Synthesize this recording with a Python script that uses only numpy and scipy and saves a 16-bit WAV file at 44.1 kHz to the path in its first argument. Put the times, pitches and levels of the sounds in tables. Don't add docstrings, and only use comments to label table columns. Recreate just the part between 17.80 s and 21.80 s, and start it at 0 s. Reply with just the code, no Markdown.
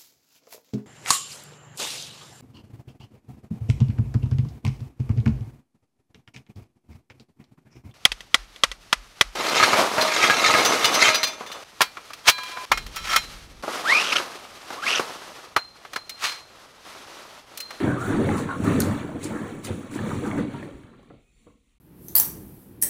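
import sys
import numpy as np
from scipy import signal
from scipy.fft import rfft, irfft
from scipy.io import wavfile

SR = 44100
rng = np.random.default_rng(int(sys.argv[2]) if len(sys.argv) > 2 else 0)


def unload_wav(signal):
    wavfile.write(
        sys.argv[1],
        SR,
        np.round(np.clip(np.atleast_2d(signal).T, -1, 1) * 32767).astype(np.int16),
    )


N = 176400


def amp(db):
    return 10 ** (np.asarray(db) / 20)


def rms_one(x):
    return x / np.sqrt(np.mean(x ** 2) + 1e-20)


def in_time(rows):
    s, *columns = np.transpose(rows)
    return [np.interp(np.arange(N) / SR, s, c) for c in columns]


def at_hz(points, hz):
    table_hz, table_db = np.array(points).T
    return np.interp(np.log(hz), np.log(table_hz), table_db)


def drift(rate_hz):
    r = np.exp(-80 * np.pi * rate_hz / SR)
    noise = rng.standard_normal(N // 40 + 2002)
    slow = signal.lfilter([1], [1, -2 * r, r * r], noise)[2000:]
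    return np.interp(np.arange(N) / 40, np.arange(len(slow)), rms_one(slow))


def ring(clicks, hz, t60):
    r = 10 ** (-3 / (t60 * SR))
    w = 2 * np.pi * hz / SR
    return signal.lfilter([0, np.sin(w)], [1, -2 * r * np.cos(w), r * r], clicks + 1e-18)


def coloured(spectrum):
    hz = np.maximum(np.arange(N // 2 + 1) * SR / N, 1)
    return rms_one(irfft(rfft(rng.standard_normal(N)) * amp(at_hz(spectrum, hz)), N))


def narrow_noise(hz, width_hz):
    low_pass = signal.butter(2, width_hz / 2, fs=SR, output="sos")
    slow = signal.sosfilt(low_pass, rng.standard_normal((2, N)))
    phase = 2 * np.pi * np.cumsum(hz * np.ones(N)) / SR
    return rms_one(slow[0] * np.cos(phase) + slow[1] * np.sin(phase))


def collisions(spectrum, low_hz, high_hz, per_s, cycles, uneven_db, surge_db, count):
    sizes = amp(uneven_db * np.minimum(rng.exponential(1, N), 5)) * rng.choice([-1, 1], N)
    happens = rng.random(N) < per_s / SR
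    clicks = sizes * happens * amp(surge_db * drift(5.1))
    dealt = rng.integers(0, count, N)
    total = np.zeros(N)
    for k, hz in enumerate(np.geomspace(low_hz, high_hz, count)):
        soft = ring(clicks * (dealt == k), hz, cycles / hz)
        tone = rms_one(ring(soft, hz, cycles / hz / 2))
        total += amp(at_hz(spectrum, hz)) * np.sqrt(hz) * tone
    return rms_one(total)


def strike(out, s, sound):
    return out + np.pad(sound, (int(s * SR), N))[:N]


# (time [s], tub drumming level [dB], ball clatter level [dB], ball rolling level [dB], rustle level [dB])
CHURN = [(0.0, -27, -34.5, -46, -49), (0.07, -21, -35, -48.5, -50.5), (0.17, -28.5, -44.5, -54.5, -56.5),
         (0.24, -31.5, -41.5, -48, -47.5), (0.32, -25, -34.5, -47, -48.5), (0.41, -21, -37.5, -47, -52.5),
         (0.56, -26, -33.5, -44.5, -47.5), (0.62, -29, -42, -44, -48.5), (0.67, -30.5, -42, -56, -59.5),
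         (0.71, -38.5, -40.5, -51.5, -54), (0.8, -31, -49.5, -55.5, -57), (0.87, -20.5, -33, -44, -45.5),
         (0.97, -20, -35.5, -44, -47.5), (1.04, -24, -38.5, -44.5, -54), (1.12, -23.5, -38, -45.5, -50),
         (1.23, -34, -43.5, -51, -56.5), (1.38, -32, -47.5, -57.5, -64), (1.41, -44.5, -53.5, -50.5, -56),
         (1.46, -31, -40.5, -46, -55), (1.62, -32, -42, -51, -54.5), (1.82, -39, -52.5, -58, -61),
         (1.87, -39, -43, -40.5, -46.5), (1.9, -27, -42.5, -49, -55), (1.97, -39.5, -51, -55.5, -58.5),
         (2.09, -43, -53, -55.5, -62), (2.17, -37, -40.5, -48, -54), (2.23, -28.5, -43, -54, -53.5),
         (2.3, -28.5, -38, -48.5, -48.5), (2.42, -30.5, -50.5, -50, -54.5), (2.45, -29, -37, -47, -52.5),
         (2.56, -29.5, -42, -53.5, -55.5), (2.59, -23, -37, -49.5, -53), (2.66, -38, -57.5, -56, -67),
         (2.74, -35, -47, -55.5, -59.5), (2.85, -37, -50, -57.5, -63), (2.97, -49, -61.5, -66.5, -71.5),
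         (3.18, -53.5, -65, -69, -80), (3.27, -57.5, -69, -70, -77.5), (3.33, -53, -77, -69.5, -83),
         (3.45, -76.5, -88, -79, -78), (3.64, -67, -81, -74, -74.5), (3.67, -54.5, -76, -72.5, -78.5),
         (3.8, -80, -94.5, -82, -84.5), (3.9, -76.5, -85.5, -78.5, -79.5), (3.97, -89, -87, -84, -81)]


def churn_levels():
    return in_time(CHURN)


# (frequency [Hz], relative level per Hz [dB])
TUB_RESPONSE = [(32, -44), (55, -26), (113, 1), (178, -2), (239, 1.5), (386, -4), (427, -11), (489, -7),
                (585, -16.5), (800, -21), (1040, -50), (1760, -120)]


def tub_drumming(level_db):
    return amp(level_db) * collisions(TUB_RESPONSE, 63.6, 715, per_s=700, cycles=14.6,
                                      uneven_db=1.5, surge_db=.5, count=20)


# (frequency [Hz], relative level per Hz [dB])
BALL_RESONANCES = [(350, -31), (600, -2), (943, 0.5), (1240, 1.5), (1580, -4), (1690, 0.5), (2400, -19),
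                   (3120, -43), (5280, -120)]


def ball_clatter(level_db):
    return amp(level_db) * collisions(BALL_RESONANCES, 621, 2284, per_s=2500, cycles=20,
                                      uneven_db=2.8, surge_db=1.2, count=26)


# (frequency [Hz], relative level per Hz [dB])
ROLLING_COLOUR = [(1120, -32), (1900, -9.5), (2200, -2.5), (2770, -7.5), (3760, -9), (4800, -16),
                  (6240, -52), (10600, -120)]


def ball_rolling(level_db):
    return amp(level_db) * collisions(ROLLING_COLOUR, 1910, 4510, per_s=1600, cycles=35.7,
                                      uneven_db=0.5, surge_db=2.04, count=12)


# (frequency [Hz], relative level per Hz [dB])
RUSTLE_COLOUR = [(3060, -38), (5200, -0.5), (7300, 4.5), (10400, 1.5), (11400, -19), (11600, -65),
                 (13500, -13), (15800, 9)]


def rustle(level_db):
    return amp(level_db) * collisions(RUSTLE_COLOUR, 5500, 15400, per_s=8900, cycles=55,
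                                      uneven_db=2.5, surge_db=1.2, count=22)


# (time [s], peak level [dB], pitch [Hz])
THUMPS = [(0.041, -24, 125), (0.302, -15.5, 256), (0.559, -14.5, 213), (0.8, -18.5, 255), (1.01, -14, 242),
          (1.356, -25, 277), (1.453, -25, 336), (1.539, -43, 219), (1.902, -25, 107), (2.158, -19, 297),
          (2.603, -17, 222), (2.648, -21.5, 299), (2.826, -35.5, 148), (2.94, -39, 62), (3.036, -42.5, 117),
          (3.2, -54, 60), (3.305, -40, 317), (3.337, -46, 313), (3.36, -55, 54.7), (3.69, -52.5, 251),
          (3.751, -54, 239), (3.87, -63, 241)]


def thumps():
    fall_cycles, rise_cycles = 8.1, 1.4
    out, t = np.zeros(N), np.arange(SR // 4) / SR
    for s, db, hz in THUMPS:
        shape = amp(-60 * t * hz / fall_cycles) * (1 - np.exp(-t * hz / rise_cycles))
        out = strike(out, s, amp(db) * shape / shape.max() * np.sin(2 * np.pi * hz * t))
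    return out


# (time [s], peak level [dB], pitch [Hz], time for the scuff to fall by 60 dB [s])
BALL_KNOCKS = [(.064, -27, 632, 0.068), (.137, -46, 1540, .02), (0.168, -25, 1205, 0.012),
               (.222, -28, 1320, 0.019), (.469, -22, 552, 0.043), (.489, -23.5, 824, 0.059),
               (.49, -22.5, 2030, 0.021), (0.633, -34, 1790, .04), (0.689, -23, 1090, 0.065),
               (0.704, -32, 1470, 0.033), (.727, -20, 1136, 0.014), (.76, -33, 1230, .02),
               (0.843, -27, 970, .03), (.877, -21, 1210, 0.0081), (1.006, -22, 1474, 0.055),
               (1.019, -20.5, 4560, 0.018), (1.068, -35, 550, 0.022), (1.291, -28, 644, 0.007),
               (1.358, -33.5, 694, 0.027), (1.437, -39, 556, .03), (1.508, -28.5, 595, 0.015),
               (1.657, -32, 503, .03), (1.847, -38, 1350, 0.039), (1.887, -32.5, 523, 0.023),
               (2.113, -41, 1210, 0.037), (2.139, -35.5, 2150, .02), (2.157, -37, 960, 0.025),
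               (2.19, -29, 1750, .015), (2.192, -38.5, 970, 0.013), (2.249, -37, 1250, .04),
               (2.314, -26, 1210, 0.035), (2.438, -32, 1270, .04), (2.514, -25.5, 2200, .01),
               (2.584, -31, 1290, .03), (2.707, -44, 574, 0.036), (2.745, -33, 930, 0.07),
               (2.826, -37, 590, .04), (2.828, -32, 1830, 0.011), (2.886, -39.5, 548, 0.03),
               (3.035, -47, 1640, .02), (3.054, -56, 606, 0.021), (3.138, -46.5, 1310, 0.042),
               (3.193, -46, 537, 0.028), (3.23, -54, 1140, 0.027), (3.301, -48, 1340, 0.047),
               (3.306, -42, 561, .03), (3.308, -49, 800, 0.034), (3.34, -47, 500, 0.052),
               (3.667, -45.5, 486, 0.074), (3.668, -53.5, 1100, 0.089), (3.672, -59.5, 1380, 0.07),
               (3.699, -58, 1080, .06)]
# (multiple of the pitch, level [dB])
KNOCK_MODES = [(1, 0), (1.23, -10), (1.47, -11), (1.9, -15)]


def ball_knocks():
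    ring_cycles, scuff_share = 32, .1
    contact_softness = 1.4
    out, t = np.zeros(N), np.arange(SR // 4) / SR
    for s, db, hz, scuff_t60 in BALL_KNOCKS:
        scuff = rng.standard_normal(len(t)) * amp(-60 * t / scuff_t60)
        push = (t == 0) + scuff_share * scuff
        band = signal.butter(2, [hz / 2, hz * contact_softness], "band", fs=SR, output="sos")
        push = signal.sosfilt(band, push)
        tone = sum(amp(mode_db) * ring(push, hz * k, ring_cycles / (hz * k)) for k, mode_db in KNOCK_MODES)
        out = strike(out, s, amp(db) * tone / np.abs(tone).max())
    return out


# (time [s], snap level before filtering [dB], hiss level [dB],
# time for the hiss to rise by 20 dB [s], time for it to fall by 60 dB [s])
CRACKS = [(0.209, -58, -45.5, 0.013, 0.1), (.575, -50, -40.5, 0.017, 0.23), (.844, -36, -48.5, 0.01, .24),
          (1.0032, -9, -36, .01, 0.11), (1.014, -29.5, -42, 0.0066, 0.2), (1.021, -40, -45, .006, 0.22),
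          (1.441, -32, -36, 0.022, 0.17), (1.848, -35, -34.5, 0.012, 0.12),
          (2.113, -51, -54.5, .0052, 0.26), (2.15, -50, -45, 0.037, 0.14), (2.47, -78, -48, .02, .1),
          (2.581, -47.5, -53.5, 0.0082, 0.11), (2.827, -60.5, -62, 0.0064, 0.11),
          (3.03, -68.5, -69, 0.0092, .1), (3.229, -69.5, -72.5, 0.0054, 0.14)]
# (frequency [Hz], relative level per Hz [dB])
CRACK_HISS = [(2000, -8.5), (3300, -10.5), (4400, -1.5), (5200, -7.5), (7000, 1), (9800, -1.5),
              (11200, -12), (11900, -43), (13500, -15), (15500, -5)]


def claw_cracks():
    snap_t60_s, echo_s, echo_db = .007, .0023, -7
    snap_low_hz, snap_tilt = 4100, .55
    snap_level, hiss_level, t = np.zeros(N), np.zeros(N), np.arange(N) / SR
    for s, snap_db, hiss_db, rise_s, t60 in CRACKS:
        for late, loss_db in ((0, 0), (echo_s, echo_db)):
            since = t - s - late
            snap_level += (t >= s + late) * amp(snap_db + loss_db - 60 * np.maximum(since, 0) / snap_t60_s)
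        fall_db = 60 * np.maximum(t - s, 0) / t60
        before_db = 20 * np.maximum(s - t, 0) / rise_s
        hiss_level += amp(hiss_db - fall_db - before_db)
    high_pass = signal.butter(6, snap_low_hz, "high", fs=SR, output="sos")
    bright = signal.lfilter([1, -snap_tilt], 1, rng.standard_normal(N))
    snaps = signal.sosfilt(high_pass, snap_level * bright)
    contacts = collisions(CRACK_HISS, 2200, 15500, per_s=5300, cycles=37,
                          uneven_db=0.5, surge_db=0, count=30)
    return snaps + hiss_level * contacts


# (time [s], centre frequency [Hz], level [dB])
WHEEZE = [(0, 1200, -48), (.03, 1300, -45), (.07, 1540, -39), (.145, 1580, -37), (.158, 1350, -44),
          (.172, 1240, -34), (.2, 1300, -38), (.25, 1396, -37), (.29, 1520, -36), (.33, 1430, -38),
          (.37, 1400, -60), (.49, 1189, -55), (.52, 1222, -37), (.56, 1290, -40), (.6, 1280, -60),
          (.68, 1500, -60), (.695, 1520, -38), (.72, 1440, -39), (.75, 1300, -44), (.78, 1250, -60)]


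def wheeze():
    hz, db = in_time(WHEEZE)
    breathing = np.arange(N) / SR < WHEEZE[-1][0]
    rasp_db = 2.5 * drift(35)
    return amp(db + rasp_db) * narrow_noise(hz, width_hz=170) * breathing


# (frequency [Hz], width [Hz], start time [s], peak time [s], end time [s], level [dB])
FAINT_BANDS = [(7200, 300, 3.3, 3.62, 3.84, -78), (2480, 120, 3.36, 3.5, 3.57, -76),
               (2230, 100, 3.32, 3.37, 3.45, -77), (4000, 90, 2.9, 3.1, 3.4, -79),
               (4400, 200, 3.5, 3.58, 3.72, -81), (3900, 120, 3.55, 3.65, 3.75, -82),
               (2800, 150, 3.55, 3.7, 3.76, -79), (9200, 1500, 3.52, 3.6, 3.72, -80)]


def faint_noise_bands():
    out, t = np.zeros(N), np.arange(N) / SR
    for hz, width_hz, start, peak, end, db in FAINT_BANDS:
        swell = np.interp(t, [start, peak, end], [0, 1, 0])
        flicker_db = 1.5 * drift(15)
        out += amp(db + flicker_db) * swell * narrow_noise(hz, width_hz)
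    return out


# (frequency [Hz], relative level per Hz [dB])
RUMBLE = [(12, -30), (22, -8), (40, -3), (52, -5), (66, 3), (85, -4), (130, -40)]


def floor_rumble(tub_db):
    follows, offset_db = .55, -52.5
    return amp(follows * tub_db + offset_db) * coloured(RUMBLE)


# (frequency [Hz], relative level per Hz [dB])
BACKGROUND = [(15, -30.5), (25, 7), (53, 6.5), (87, -9), (256, -12), (624, -51.5), (4140, -31.5),
              (5430, -38), (9070, -38), (16000, -64)]


def background():
    return amp(-65.5) * coloured(BACKGROUND)


def room(x):
    t60_s, gap_s, wall_cut_hz = 0.4, .006, 11500
    t = np.arange(SR // 2) / SR
    tail = rng.standard_normal(len(t)) * amp(-60 * t / t60_s) * (t > gap_s)
    tail = signal.sosfilt(signal.butter(1, wall_cut_hz, fs=SR, output="sos"), tail)
    return signal.fftconvolve(x, tail / np.sqrt(np.sum(tail ** 2)))[:N]


def scene():
    tub_db, ball_db, roll_db, rustle_db = churn_levels()
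    churning = tub_drumming(tub_db) + ball_clatter(ball_db) + ball_rolling(roll_db) + rustle(rustle_db)
    shared_surge = amp(-0.01 * drift(21))
    pool = shared_surge * churning + thumps() + ball_knocks() + wheeze()
    claws = claw_cracks()
    echoes = room(amp(-9.5) * pool + amp(-14) * claws)
    mix = pool + claws + echoes + faint_noise_bands() + floor_rumble(tub_db) + background()
    return mix[None]


def record(dry):
    end_s, fade_s, cutoff_hz = 3.985, 0.0051, 16300
    fade = np.clip((end_s - np.arange(N) / SR) / fade_s, 0, 1)
    low_pass = signal.cheby2(12, 70, cutoff_hz, fs=SR, output="sos")
    return fade * signal.sosfilt(low_pass, dry)


dry = scene()
out = record(dry)
unload_wav(out)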